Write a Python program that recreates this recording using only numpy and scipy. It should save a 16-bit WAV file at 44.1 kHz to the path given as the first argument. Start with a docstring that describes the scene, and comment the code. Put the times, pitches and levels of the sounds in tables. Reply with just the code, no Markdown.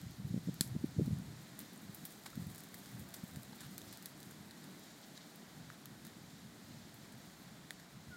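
"""An open, burnt forest: trunks and undergrowth smoulder a few metres from a hand-held microphone.
Tiny embers tick over a steady hiss and a low rumble of air. Wood cracks and the trees scatter each
crack; a gas pocket bursts close by and hollow twigs ring as they pop. Puffs of wind buffet the
microphone, mostly early on, and a far bird starts one falling note at the end."""
import sys
import numpy as np
from scipy import signal
from scipy.fft import rfft, irfft
from scipy.io import wavfile
from scipy.ndimage import uniform_filter1d

SR = 44100
rng = np.random.default_rng(int(sys.argv[2]) if len(sys.argv) > 2 else 0)


def wav_out(sig):
    """Save sig, one row per channel (or a flat mono array), as 16-bit PCM at SR to the path in sys.argv[1]."""
    wavfile.write(sys.argv[1], SR, np.round(np.clip(np.atleast_2d(sig).T, -1, 1) * 32767).astype(np.int16))


N = 359856
T = np.arange(N) / SR
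TOP_HZ = 15900

# Ember activity. Each row: time in seconds, sizzle in dB, hiss in dB (both before trims).
GLOW = [(0.0, -71, -64.5), (0.48, -69, -64), (1.43, -70, -65), (2.3, -65.5, -63.5), (3.95, -66.5, -65),
        (4.52, -70, -66), (4.93, -69.5, -64.5), (6.5, -71.5, -66), (7.25, -71, -65.5), (8.16, -71, -66)]
# Light air between gusts, with one lull. Each row: time in seconds, breeze in dB, deep draught in dB.
LIGHT_AIR = [(0, -66.5, -92), (3.8, -68, -88), (4.6, -73, -93), (5.3, -76, -93), (5.8, -67.5, -86),
             (6.5, -68.5, -78), (8.16, -72, -79)]


def undb(db):
    """Decibels to gain."""
    return 10 ** (np.asarray(db) / 20)


def unit(x):
    """Scale to rms 1."""
    return x / np.sqrt(np.mean(x ** 2))


def curve(table, column):
    """One table column, interpolated over time."""
    table = np.array(table)
    return np.interp(T, table[:, 0], table[:, column])


def add(out, start_s, x):
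    """Mix x into out."""
    i = max(int(start_s * SR), 0)
    out[i:i + len(x)] += x[:max(len(out) - i, 0)]


def response(spectrum, size=4096):
    """Minimum-phase impulse response from (Hz, dB) points."""
    hz, db = np.transpose(spectrum)
    gain = undb(np.interp(np.log(np.fft.rfftfreq(size, 1 / SR) + 1), np.log(hz), db))
    cepstrum = irfft(np.log(gain))
    cepstrum[1:size // 2] *= 2
    cepstrum[size // 2 + 1:] = 0
    return irfft(np.exp(rfft(cepstrum)))


def colour(x, spectrum):
    """Filter x by (Hz, dB) points."""
    return signal.fftconvolve(x, response(spectrum))[:len(x)]


def noise(spectrum):
    """Coloured noise, rms 1."""
    return unit(colour(rng.standard_normal(N), spectrum))


def band(x, lo_hz, hi_hz):
    """Butterworth band-pass."""
    sos = signal.butter(2, [lo_hz, min(hi_hz, 0.45 * SR)], "band", fs=SR, output="sos")
    return signal.sosfilt(sos, x)


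def wander(rate_hz):
    """Smooth random drift, rms 1."""
    step = int(SR / rate_hz)
    stairs = np.repeat(rng.standard_normal(N // step + 1), step)
    return unit(uniform_filter1d(stairs, step)[:N])


def ticks(per_s, spread_db):
    """Random tiny fractures, many small and few large."""
    chance, size, sign = rng.random(N), rng.exponential(size=N), rng.choice([-1, 1], N)
    return (chance < per_s / SR) * sign * undb(spread_db * np.minimum(size, 4))


def embers(hiss_trim_db=-2.5, sizzle_trim_db=1.4, tick_db=-4.5, smooth_db=-2.5, bunch_db=3):
    """Smouldering wood hisses; splinters tick in irregular bunches, bark and leaves crumble."""
    # Spectra. Each row: frequency in Hz, relative density in dB.
    hiss_spectrum = [(800, -14.5), (2000, -3), (4000, 0.5), (7000, -2), (10000, -16.5), (16000, -11)]
    sizzle_spectrum = [(2000, 2), (5000, -9), (9000, -2), (11000, -6), (13500, 4), (16000, 4.5)]
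    # Crumbling. Each row: centre in seconds, half-width in seconds, level in dB, pitch in Hz.
    flurries = [(1.618, 0.027, -65, 2600), (2.594, 0.014, -62, 9000), (3.623, 0.057, -63, 3620),
                (3.63, 0.033, -67, 10000), (3.627, 0.038, -63, 1400), (3.915, 0.074, -64.5, 4970),
                (5.04, 0.016, -63, 4500), (5.168, 0.014, -60.5, 4460), (5.218, .02, -64.5, 4000)]
    hiss = noise(hiss_spectrum) * undb(curve(GLOW, column=2) + hiss_trim_db + 0.96 * wander(11))
    ticks_per_s = 260 * undb(bunch_db * wander(30))
    grains = sum(band(ticks(ticks_per_s, spread_db=4), hz / 1.4, hz * 1.4)
                 for hz in np.geomspace(4000, 13500, 5))
    sizzle_db = curve(GLOW, column=1)
    # Ticks stand out more in lively embers.
    tick_gain = undb(tick_db + 0.44 * (sizzle_db - sizzle_db.max()))
    fizz = unit(grains) * tick_gain + rng.standard_normal(N) * undb(smooth_db)
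    sizzle = unit(colour(fizz, sizzle_spectrum)) * undb(sizzle_db + sizzle_trim_db + 1.8 * wander(40))
    out = hiss + sizzle
    for centre_s, width_s, db, hz in flurries:
        crumbs = band(ticks(per_s=2000, spread_db=3), hz / 1.7, hz * 1.34)
        out += unit(crumbs) * undb(db) * np.exp(-((T - centre_s) / width_s) ** 2)
    return out


def wind_strength(attack_s=0.028, release_s=0.047, wander_db=2.5):
    """Wind amplitude at the microphone: light air plus gusts that rise, hold and die away."""
    # Each row: start of hold in seconds, hold in seconds, level in dB.
    gusts = [(0.046,0.041,-51), (0.203,.18,-50), (0.471,0.061,-50), (0.655,0.21,-50.5), (0.986,0.15,-45.5),
             (1.16,0.12,-51), (1.3,0.11,-55), (1.867,0.029,-55), (2.37,0.12,-54.5), (2.957,0.042,-51.5),
             (3.338,0.025,-54), (3.647,0.026,-57), (3.84,0.044,-61), (4.267,.03,-64.5), (4.41,.04,-60.5),
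             (5.605,0.086,-61), (6.223,.03,-61.5), (6.43,.04,-58.5), (6.723,0.041,-58), (7.145,0.043,-62),
             (7.463,0.03,-59.5), (7.947,0.03,-59), (8.09,0.029,-57)]
    power = undb(curve(LIGHT_AIR, column=1) + wander_db * wander(7)) ** 2
    for start_s, hold_s, db in gusts:
        fade = np.maximum(start_s - T, 0) / attack_s + np.maximum(T - start_s - hold_s, 0) / release_s
        power += (undb(db) * np.exp(-fade)) ** 2
    return np.sqrt(power)


def air(strength):
    """Gusty breeze and deep draught on the microphone, over the distant forest's rumble and wash."""
    # Spectra. Each row: frequency in Hz, relative density in dB.
    breeze_spectrum = [(20, -34), (40, -24), (70, -9), (125, 2), (180, -3), (300, -14.5), (450, -29),
                       (800, -50.5)]
    rumble_spectrum = [(30, -47), (70, -30), (110, -16), (150, -1), (195, 0.5), (300, -5), (430, -14.5),
                       (700, -38), (1500, -35.5)]
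    wash_spectrum = [(50, -19), (200, -7.5), (450, -3.5), (680, 1), (950, -3.5), (1600, -4.5), (2500, -8),
                     (5000, -17), (10000, -27.5)]
    # Each row: time in seconds, rumble in dB, wash in dB.
    far_levels = [(0, -60.5, -64.5), (2, -58.5, -63.8), (3.8, -58.5, -63), (4.7, -57, -63.5),
                  (5.3, -59.5, -63), (6.3, -59.5, -64.5), (8.16, -62.5, -63.5)]
    breeze = noise(breeze_spectrum) * strength * undb(wander(25))
    draught = unit(band(rng.standard_normal(N), lo_hz=50, hi_hz=95))
    draught *= undb(curve(LIGHT_AIR, column=2) + 4 * wander(11))
    rumble = noise(rumble_spectrum) * undb(curve(far_levels, column=1) + 1.5 * wander(20))
    wash = noise(wash_spectrum) * undb(curve(far_levels, column=2) + 0.5 * wander(5))
    return breeze + draught + rumble + wash


def eddy(db, hz, edge_db, cycles=0.76, edge_hz=410, edge_s=0.0014, size=2048):
    """One or two swings of pressure, with a brief knock from the steep edge."""
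    t = (np.arange(size) - size / 2) / SR
    phase = rng.random()
    swing = np.exp(-(hz * t / cycles) ** 2) * np.cos(2 * np.pi * (hz * t + phase))
    edge = np.exp(-(t / edge_s) ** 2) * np.cos(2 * np.pi * (edge_hz * t + phase))
    return undb(db) * (swing + undb(edge_db) * edge)


def buffets(strength, count=400, over_breeze_db=4, spread_db=3, pitch_hz=156.5, small_edge_db=-23):
    """Hard eddies thud on the microphone; a stream of small ones follows the wind strength."""
    # Each row: centre in seconds, level in dB, pitch in Hz, edge relative to swing in dB.
    hard_eddies = [(.106,-41,145,-25), (.201,-40,160,-15), (.253,-34,132,-24), (0.311,-31.5,150,-31),
                   (.326,-35,140,-27), (0.344,-28,194,-13), (.365,-32,192,-13), (0.378,-29,173,-15),
                   (0.476,-31.5,188,-17), (0.487,-31,208,-9), (.494,-31.5,200,-13), (.753,-39.5,288,-14),
                   (0.765,-28.5,185,-20), (0.844,-24,250,-21), (0.989,-24.5,141,-15),
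                   (0.997,-28.5,325,-5.5), (1.011,-30.5,282,-10), (1.02,-27.5,174,-22),
                   (1.031,-33.5,160,-18), (1.081,-30,202,-14), (1.11,-29,178,-16), (1.123,-37,152,-24),
                   (1.133,-29,153,-28), (1.186,-38,165,-23), (2.378,-31.5,196,-22), (2.399,-35.5,161,-20),
                   (2.424,-42,175,-20), (2.471,-39,169,-25), (3.239,-35.5,178,-26), (3.373,-36,164,-14),
                   (8.092,-43.5,156,-22)]
    times_s = (np.arange(count) + rng.random(count)) / count * T[-1]
    size, detune = rng.standard_normal((count, 2)).T
    levels_db = 20 * np.log10(np.interp(times_s, T, strength)) + over_breeze_db + spread_db * size
    small_eddies = zip(times_s, levels_db, pitch_hz * undb(1.5 * detune), np.full(count, small_edge_db))
    out = np.zeros(N)
    for centre_s, db, hz, edge_db in [*hard_eddies, *small_eddies]:
        thud = eddy(db, hz, edge_db)
        add(out, centre_s - len(thud) / 2 / SR, thud)
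    return out


def scatter(early_s, late_s, late_db, rise_s=0.00045, size=8192):
    """Grainy echoes of unit energy: a quick spray off ground and bark, then a tail from the trees."""
    t = np.arange(size) / SR
    grains = rng.standard_normal(size) * undb(3 * rng.standard_normal(size))
    decay = np.exp(-t / early_s) + undb(late_db) * np.exp(-t / late_s)
    echo = grains * decay * (1 - np.exp(-t / rise_s))
    return echo / np.linalg.norm(echo)


def crack(db, bright_db, scatter_db, fibres_db=-16, fibres_s=0.0007):
    """One sharp break and a brief tearing of fibres, followed by their echoes."""
    # Each row: frequency in Hz, base gain in dB, share of bright_db added.
    shape = [(500,-6,-1.1), (1050,2,-1.2), (1690,9,-1), (2720,-0.5,-.5), (3880,5.5,-.1), (5500,3.5,-0.4),
             (7500,4,-0.018), (10200,1.5,0.34), (13600,5,1), (16000,10,0.82)]
    echo = scatter(early_s=0.0069, late_s=0.051, late_db=-15)
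    t = np.arange(len(echo)) / SR
    tear = undb(fibres_db) * rng.standard_normal(len(t)) * np.exp(-t / fibres_s)
    tear[0] = 1  # the break
    spectrum = [(hz, db + base_db + share * bright_db) for hz, base_db, share in shape]
    return colour(tear / np.linalg.norm(tear) + undb(scatter_db) * echo, spectrum)


def cracks(faint_count=20, faint_db=-45, spread_db=1.5, crowding=3.0):
    """Burning wood cracks; faint random cracks crowd where the embers sizzle most."""
    # Each row: start in seconds, gain in dB, brightness in dB, echo relative to break in dB.
    distinct_cracks = [(0.0152,-40,4,-12), (0.5427,-37.5,8,-12), (.676,-39,3,-10), (1.06,-41,2,0),
                       (1.187,-43,3,-7), (1.5911,-31,9,-4), (1.603,-37,-2,1), (1.6128,-43,10,-1),
                       (1.7332,-46,9,2), (1.8195,-47,6,-6), (1.947,-38,11,2.5), (2.0526,-30.5,7.5,2.5),
                       (2.1078,-40,1,-8), (2.2592,-36,-3,2), (2.262,-36,-5,5), (2.2656,-37,-4,-3),
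                       (2.303,-39,0,-6), (2.3556,-36.5,2,-10), (2.4693,-42,7,-8), (2.548,-38,3,-1),
                       (2.5593,-39,8,-10), (2.581,-35,2,-3), (2.606,-37,3,-11), (2.6366,-39,4,-4),
                       (2.6885,-45,5,-7), (2.742,-39,0,4), (2.7437,-36.5,8,-2), (2.8593,-38,-4,-6),
                       (2.9959,-39,7,-4), (3.0038,-40,4,-8), (3.0891,-41.5,5,-4), (3.14,-33,1,3),
                       (3.1427,-31,0,0), (3.3603,-34,-1,-3), (3.4328,-37,5,-8), (3.607,-36,0.5,3.5),
                       (3.651,-42,0,-3), (3.7805,-27,3,-5), (3.817,-38.5,-4,-6), (3.927,-35,2,2),
                       (3.9735,-36,3,-6), (4.0256,-37.5,4,-2), (4.0587,-26.5,2,-4), (4.2035,-40,4,-7),
                       (4.23,-36,-1,-5), (4.3093,-40,-6,-3), (4.3112,-40,4,0), (4.51,-42,-2,2),
                       (4.6418,-39.5,3,-6), (4.795,-43,6,-5), (5.177,-39,-5,-3), (5.3586,-41.5,10,-8),
                       (5.702,-45,-8,0), (5.8572,-31.5,1.5,-11), (6.0505,-37,1,0), (6.0683,-37,4,-5),
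                       (6.9427,-45,5,1), (7.123,-44,-2,1), (7.7074,-34,1.5,-4), (7.7985,-42,-5,0)]
    out = np.zeros(N)
    for start_s, db, bright_db, scatter_db in distinct_cracks:
        add(out, start_s, crack(db, bright_db, scatter_db))
    activity = np.cumsum(undb(crowding * curve(GLOW, column=1)))
    for quantile, size in zip(rng.random(faint_count), rng.standard_normal(faint_count)):
        start_s = np.interp(quantile, activity / activity[-1], T)
        add(out, start_s, crack(faint_db + spread_db * size, bright_db=3, scatter_db=-3))
    return out


def snap(start_s=0.6097, pulse_db=-3.5, echo_db=-17.2, thump_db=-19, thump_hz=185, thump_s=0.002):
    """A gas pocket bursts close by: one sharp pulse, a short low thump, a rustling tail of echoes."""
    # Spectra. Each row: frequency in Hz, relative density in dB.
    pulse_spectrum = [(40, 3), (260, 1.5), (600, -2), (1000, -5), (1270, -16.5), (1750, -0.5), (2150, -13),
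                      (2450, -5), (2750, -21), (3450, 5), (3800, -6), (4250, 7.5), (5200, -1), (6100, -10),
                      (7200, 2.5), (9500, -4), (11700, 2.5), (12500, -17), (16000, 3)]
    echo_spectrum = [(500, -4), (2000, 2), (4500, 7), (9000, 8), (13500, 9), (15800, 1)]
    pulse = response(pulse_spectrum)
    t = np.arange(len(pulse)) / SR
    thump = band(np.sin(2 * np.pi * thump_hz * t) * np.exp(-t / thump_s), lo_hz=110, hi_hz=1030)
    echo = colour(scatter(early_s=0.016, late_s=0.036, late_db=0), echo_spectrum)
    out = np.zeros(N)
    add(out, start_s, undb(pulse_db) * pulse / np.linalg.norm(pulse) + undb(thump_db) * thump)
    add(out, start_s, undb(echo_db) * echo / np.linalg.norm(echo))
    return out


def twig_pops():
    """Hollow twigs pop: each ring swells and lasts a few cycles, its overtones dying sooner."""
    # Each row: start in seconds, gain in dB, pitch in Hz, ring time in seconds, tilt in dB per octave.
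    pops = [(1.777,-49.5,9050,0.00046,-10), (2.2595,-47,1520,.0012,-16), (2.2604,-45,870,.0012,-1),
            (2.2638,-45,2250,.0009,-8), (2.331,-50,1320,0.0015,-14), (2.7425,-49,2060,0.0011,-14),
            (3.165,-47,7500,0.00046,-12), (3.53,-48.5,844,0.0015,-2), (3.817,-46,3700,0.00055,-12),
            (4.5095,-46,4050,0.00037,-11), (5.176,-44,3900,.00065,-9), (5.7012,-41,1330,0.00066,-17),
            (5.7015,-43,1850,0.00046,-12), (5.8575,-48,3150,.0004,2), (7.7068,-48,760,.0007,-16),
            (7.707,-32,1860,0.00052,-2)]
    # Each row: multiple of the pitch, gain in dB, share of the ring time.
    modes = [(1,-3,0.97), (1.88,-5,0.64), (3.75,-3,0.35), (5.0,-3.5,0.42), (7.9,-13,0.41)]
    out = np.zeros(N)
    t = np.arange(SR // 20) / SR
    for start_s, db, hz, ring_s, tilt_db in pops:
        for multiple, mode_db, share in modes:
            if hz * multiple < TOP_HZ:
                gain = undb(db + mode_db + tilt_db * np.log2(multiple))
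                age = t / (ring_s * share)
                add(out, start_s, gain * np.sin(2 * np.pi * hz * multiple * t) * age * np.exp(1 - age))
    return out


def bird():
    """A far, pure whistle that slides down."""
    # Each row: time in seconds, pitch in Hz, rms level in dB.
    note = [(8.095, 1560, -95), (8.11, 1490, -64), (8.135, 1450, -55.5), (8.16, 1390, -59)]
    envelope = np.sqrt(2) * undb(curve(note, column=2)) * (T > note[0][0])
    return envelope * np.sin(2 * np.pi * np.cumsum(curve(note, column=1)) / SR)


def scene():
    """Fire, air and bird at one microphone."""
    strength = wind_strength()
    return (snap() + twig_pops() + embers() + air(strength) + buffets(strength) + cracks() + bird())[None]


def record(dry):
    """The microphone colours the treble and the recorder cuts the top."""
    # Each row: frequency in Hz, gain in dB.
    mic_spectrum = [(1200, 0.5), (1950, 2.5), (2700, -2.5), (3400, 2.5), (4000, 4.5), (5000, 2.5),
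                    (6100, 1.5), (7300, 4.5), (10500, 4.5), (14000, 0), (16000, -7.5)]
    low_pass = signal.ellip(10, 0.2, 70, TOP_HZ, fs=SR, output="sos")
    return signal.sosfilt(low_pass, colour(dry[0], mic_spectrum))[None]


dry = scene()
out = record(dry)
wav_out(out)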